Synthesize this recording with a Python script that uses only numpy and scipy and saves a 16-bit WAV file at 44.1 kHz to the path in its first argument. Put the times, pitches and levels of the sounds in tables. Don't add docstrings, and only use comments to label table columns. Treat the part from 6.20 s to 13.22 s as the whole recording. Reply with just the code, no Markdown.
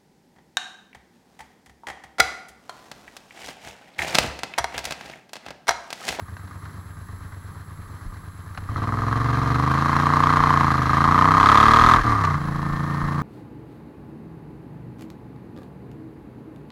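import sys
import numpy as np
from scipy import signal
from scipy.fft import rfft, irfft
from scipy.io import wavfile

SR = 44100
rng = np.random.default_rng(int(sys.argv[2]) if len(sys.argv) > 2 else 0)


def pcm_store(signal):
    levels = np.round(np.clip(np.atleast_2d(signal), -1, 1) * 32767)
    wavfile.write(sys.argv[1], SR, levels.astype(np.int16).T)


N = 309582
TIME_S = np.arange(N) / SR


def amp(db):
    return 10 ** (np.asarray(db) / 20)


def rms_one(x):
    return x / np.sqrt(np.mean(x ** 2) + 1e-20)


def in_time(rows):
    times_s, *columns = np.transpose(rows)
    return [np.interp(TIME_S, times_s, column) for column in columns]


def butter(x, hz, kind, order=2):
    return signal.sosfilt(signal.butter(order, hz, kind, fs=SR, output="sos"), x)


def colour(x, spectrum):
    hz, db = np.transpose(spectrum)
    bins_hz = np.arange(4097) * SR / 8192
    log_gain = np.interp(np.log(bins_hz + 1), np.log(hz), db) * np.log(10) / 20
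    cepstrum = irfft(log_gain)
    cepstrum[1:4096] *= 2
    cepstrum[4097:] = 0
    response = irfft(np.exp(rfft(cepstrum)))
    return signal.fftconvolve(x, response / np.sqrt(np.sum(response ** 2)))[:N]


def drift(hz):
    return rms_one(butter(rng.standard_normal(N + SR), hz, "low")[SR:])


# centre in Hz, width in Hz, level in dB.
HISS_BANDS = [(6500, 380, -77), (7590, 550, -67.5), (8530, 1300, -74.5), (10910, 1300, -61),
              (13200, 1200, -75), (15600, 700, -71.5)]

def hiss():
    out = amp(-76) * np.sin(2 * np.pi * 13750 * TIME_S)
    for hz, width_hz, db in HISS_BANDS:
        edges_hz = [hz - width_hz / 2, hz + width_hz / 2]
        band = butter(rng.standard_normal(N), edges_hz, "band", order=1)
        out += amp(db) * rms_one(butter(band, edges_hz, "band", order=1))
    return out


# frequency in Hz, relative gain in dB.
TRAFFIC_SPECTRUM = [(88, -44.5), (150, 1.5), (237, -12.5), (291, -12.5), (380, -19), (671, -29),
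                    (1220, -12), (1390, -22.5), (1990, -25), (2690, -48.5), (4110, -34), (4820, -40),
                    (6500, -42), (8450, -64), (14300, -120)]

def traffic():
    return amp(-44.5 + 1.8 * drift(1.9)) * colour(rng.standard_normal(N), TRAFFIC_SPECTRUM)


# time in seconds, relative level in dB.
WIND_CURVE = [(0, -53), (3.2, -48), (3.9, -39), (5.2, -38), (5.7, -25), (6.1, -38), (7.02, -39)]
# start in seconds, envelope peak in dB.
WIND_BUFFETS = [(1.853, -26), (2.45, -36), (2.793, -36), (3.199, -33), (4.196, -36), (5.187, -30),
                (5.449, -31), (5.663, -38), (6.27, -30), (6.406, -36), (6.499, -25), (6.82, -24)]

def wind():
    level_db = in_time(WIND_CURVE)[0] - 3.5 + 5.6 * drift(2.5)
    out = amp(level_db) * rms_one(butter(rng.standard_normal(N), [14, 52], "band"))
    rise_s = .016
    for start_s, db in WIND_BUFFETS:
        age_s = np.maximum(TIME_S - start_s, 0)
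        envelope = age_s / rise_s * np.exp(1 - age_s / rise_s)
        out += amp(db) * envelope * np.sin(2 * np.pi * 33 * age_s)
    return out


# time in seconds, pitch in Hz, relative level in dB.
WHINE_CURVE = [(6.2, 1730, -60), (6.35, 1775, -43), (6.8, 1830, -37.5), (7.02, 1813, -44)]

def gear_whine():
    hz, db = in_time(WHINE_CURVE)
    engaged = TIME_S > WHINE_CURVE[0][0]
    gain = engaged * amp(db + .5 + 1.1 * drift(21))
    return gain * np.sin(2 * np.pi * np.cumsum(hz + 9 * drift(26)) / SR)


# frequency in Hz, relative gain in dB.
METAL_SPECTRUM = [(290, -29), (500, 6), (603, 4.5), (677, -3.5), (1110, -5.5), (1430, -4), (1830, -10),
                  (2310, -20), (3670, -26.5), (4120, -18), (4690, -28.5), (6530, -31), (8230, -43.5),
                  (10800, -40), (15800, -57)]
# start in seconds, relative level in dB.
GEAR_CLICKS = [(0.167, -31), (0.275, -36), (0.453, -32), (0.592, -49), (1.765, -42), (2.347, -31),
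               (2.375, -21), (6.037, -14), (6.049, -13.5)]

def gear_clicks():
    out = np.zeros(N)
    envelope = np.exp(-TIME_S[:600] / .0064)
    for start_s, db in GEAR_CLICKS:
        i = round(start_s * SR)
        out[i:i + 600] += amp(db) * envelope * rng.standard_normal(600)
    return colour(butter(out, 900, "high", order=4), METAL_SPECTRUM)


# frequency in Hz, width in Hz, gain in dB.
BOX_MODES = [(3070, 49, 2), (1553, 57, 16.5)]

def valve_clatter(level_db, cycle_hz):
    phase = 2 * np.pi * np.cumsum(cycle_hz) / SR
    throb_db = 2.46 * np.cos(phase - .9) + np.cos(3 * phase) + 2.23 * drift(132)
    taps = amp(level_db + throb_db) * butter(rng.standard_normal(N), 1000, "high", order=4)
    rings = sum(amp(db) * signal.lfilter(*signal.iirpeak(hz, hz / width_hz, fs=SR), taps)
                for hz, width_hz, db in BOX_MODES)
    return amp(6.5) * colour(taps, METAL_SPECTRUM) + rings


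# frequency in Hz, relative level in dB, decay in seconds.
SIDE_PIPE_MODES = [(85.4, 4, 0.0043), (221.4, -3, 0.0076), (266, -2.5, 0.0057), (432, -6, 0.0066),
                   (583, -14, 0.0069), (685, -10, 0.0077)]

def pipe_thump(onsets, heights, main_hz, decay_s, side_db, rise_s):
    span = 4000
    out, age_s = np.zeros(N + span), TIME_S[:span]
    side = sum(amp(db) * np.exp(-age_s / ring_s) * np.sin(2 * np.pi * hz * age_s)
               for hz, db, ring_s in SIDE_PIPE_MODES)
    for i, height in zip(onsets.ravel(), heights.ravel()):
        main = np.exp(-age_s / decay_s[i]) * np.sin(2 * np.pi * main_hz[i] * age_s)
        attack = 1 - np.exp(-age_s / rise_s[i])
        out[i:i + span] -= height * attack * (main + amp(side_db[i]) * side)
    return butter(out[:N], 73, "high", order=4)


# frequency in Hz, relative gain in dB.
BOX_SPECTRUM = [(240, -48), (400, -1), (466, -0.5), (597, -31), (644, -5), (787, -8), (1050, -1),
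                (1210, -3), (1430, -9), (2070, -9.5), (2530, -36), (4200, -28.5), (4680, -29), (11800, -48),
                (15800, -89)]
# ring in Hz, ring level in dB, decay in seconds,
# echo delay in seconds, echo level in dB.
TAIL_PIPES = [(1225, -16, .003, .0049, -9), (1085, -13, .0016, .0064, -9), (1200, -20, .004, .005, -6),
              (1150, -20, .003, .006, -6)]

def crack(onsets, heights, noise_share, gas_decay_s=.012, spit_decay_s=.0022):
    span = 2000
    out, spit = np.zeros((2, N + span))
    age_s = TIME_S[:span]
    noise = butter(rng.standard_normal(N + span), 850, "high", order=4)
    gust = np.exp(-age_s / gas_decay_s) * np.sqrt(2 / (gas_decay_s * SR))
    detunes = 1 + .025 * rng.standard_normal(onsets.shape)
    flares = amp(3.5 * rng.standard_normal(onsets.shape))
    for pipe, (hz, ring_db, decay_s, echo_s, echo_db) in enumerate(TAIL_PIPES):
        for i, height, detune, flare in zip(onsets[pipe], heights[pipe], detunes[pipe], flares[pipe]):
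            blow = slice(i, i + span)
            ring = amp(ring_db) * np.exp(-age_s / decay_s) * np.cos(2 * np.pi * hz * detune * age_s)
            front = (age_s == 0) + ring
            front += amp(echo_db) * np.roll(front, round(echo_s * SR / detune))
            gas = 2.6 * np.sqrt(noise_share[i]) * gust * noise[blow]
            out[blow] += height * (gas - np.sqrt(1 - noise_share[i]) * front)
            spit[blow] += height ** 1.4 * flare * np.exp(-age_s / spit_decay_s) * noise[blow]
    return colour(out[:N], BOX_SPECTRUM) + amp(-42) * butter(spit[:N], [1500, 8000], "band")


def blow_onsets(cycle_hz, offsets_cycles, scatter_cycles):
    turned = np.cumsum(cycle_hz) / SR
    due = np.arange(-1, int(turned[-1]))[:, None] + offsets_cycles
    due += np.interp(due, turned, scatter_cycles) * rng.standard_normal(due.shape)
    due_hz = np.interp(due, turned, cycle_hz, left=0)
    lead_cycles = np.interp(due_hz, (9.5, 13), (.075, 0))
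    return np.interp(due - lead_cycles, turned, np.arange(N), left=N - 1).astype(int).T


# time in seconds, four-stroke cycles per second.
ENGINE_SPEED = [(0.0, 10.28), (0.21, 8.39), (0.5, 8.91), (0.9, 8.36), (1.97, 9.08), (2.41, 8.2),
                (2.53, 14.67), (2.67, 19.66), (3.09, 23.87), (3.21, 22.45), (3.57, 27.59), (4.05, 30.17),
                (4.31, 29.46), (4.64, 25.61), (5.11, 31.87), (5.76, 41.61), (6.15, 27.93), (7.02, 28.75)]
# time in seconds, throttle as the crack's relative level in dB.
THROTTLE_CURVE = [(0, -53), (1.2, -54), (2.35, -54), (2.6, -32), (3.3, -28), (4.1, -20.5), (4.45, -21.5),
                  (4.64, -28.5), (4.76, -22), (5, -17), (5.12, -18.5), (5.2, -15), (5.74, -13.5),
                  (5.78, -23), (5.9, -21), (6.155, -26.5), (6.17, -35.5), (7.02, -31.5)]
STAGE_HOLDS = [(0, 2.4), (2.6, 2.7), (3.15, 3.3), (3.7, 4.4), (4.62, 4.68), (4.95, 5.12), (5.27, 5.76),
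               (5.85, 5.9), (6.05, 6.15), (6.18, 7.02)]
STAGE_BURNS = [(0.06, 89.5, 0.011, -14, 0.5, 5.5, -9, -38), (.16, 105, 0.015, -1.5, 1, 2.5, -13.5, -32),
               (0.28, 129, 0.018, -4, 2, 0, -9.5, -26), (0.06, 145, 0.017, 0, -4, -4.5, -15.5, -24),
               (0.09, 128, 0.014, -3.5, -3.5, 8, -12, -23.5), (0.04, 160, 0.012, 0.6, 1, 0, -15, -26),
               (0, 145, 0.0066, 0.9, -6, 4.5, -16, -20.5), (0.99, 119, .016, 5.5, 0, 8, -18.5, -26.5),
               (0.86, 125, 0.012, -19, 1.1, -10, -8, -30.5), (0.31, 152.3, 0.012, -9.5, -1, -2, -7.5, -31)]
EXHAUST_CYCLES, INTAKE_CYCLES = (.885, 1.23), (1.13, 1.505)
THUMP_FOLLOWS, CLATTER_FOLLOWS = .36, .32
FALTER_S, FALTER_WIDTH_S, FALTER_DB = 5.82, .016, -16.5
FIRM_DB = -27

def engine():
    cycle_hz, throttle_db = in_time(ENGINE_SPEED)[0], in_time(THROTTLE_CURVE)[0]
    burns = [(s, *burn) for hold, burn in zip(STAGE_HOLDS, STAGE_BURNS) for s in hold]
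    intake, main_hz, decay_s, side_db, thump_skew_db, crack_skew_db, thump_db, clatter_db = in_time(burns)
    falter_db = FALTER_DB * np.exp(-((TIME_S - FALTER_S) / FALTER_WIDTH_S) ** 2)
    softness = amp(.75 * np.maximum(FIRM_DB - throttle_db, 0))
    noise_share = np.minimum(.15 * softness, .95)
    scatter_cycles = .001 * np.sqrt(softness)

    onsets = np.r_[blow_onsets(cycle_hz, EXHAUST_CYCLES, scatter_cycles),
                   blow_onsets(cycle_hz, INTAKE_CYCLES, scatter_cycles)]
    power = np.r_[1 - intake[onsets[:2]], intake[onsets[2:]]]
    strength = np.sqrt(power / cycle_hz[onsets])
    skew = np.array([[.5], [-.5], [0], [0]])
    uneven_db = 3 * np.sqrt(noise_share[onsets]) * rng.standard_normal((2,) + onsets.shape)

    thump_drive_db = thump_db + THUMP_FOLLOWS * throttle_db + falter_db + 21.5
    crack_drive_db = throttle_db + falter_db + 32.5
    thumps = strength * amp(thump_drive_db[onsets] + skew * thump_skew_db[onsets] + .6 * uneven_db[0])
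    cracks = strength * amp(crack_drive_db[onsets] + skew * crack_skew_db[onsets] + uneven_db[1])
    return (pipe_thump(onsets, thumps, main_hz, decay_s, side_db, rise_s=.0013 * softness)
            + crack(onsets, cracks, noise_share)
            + valve_clatter(clatter_db + CLATTER_FOLLOWS * throttle_db, cycle_hz))


def scene():
    return (traffic() + engine() + gear_clicks() + wind() + gear_whine() + hiss())[None]


def record(dry):
    ceiling, cutoff_hz = .59, 15750
    dry = butter(dry, 22, "high")
    clipped = dry / (1 + np.abs(dry / ceiling) ** 8) ** (1 / 8)
    return signal.sosfilt(signal.ellip(12, .5, 80, cutoff_hz, fs=SR, output="sos"), clipped)


dry = scene()
out = record(dry)
pcm_store(out)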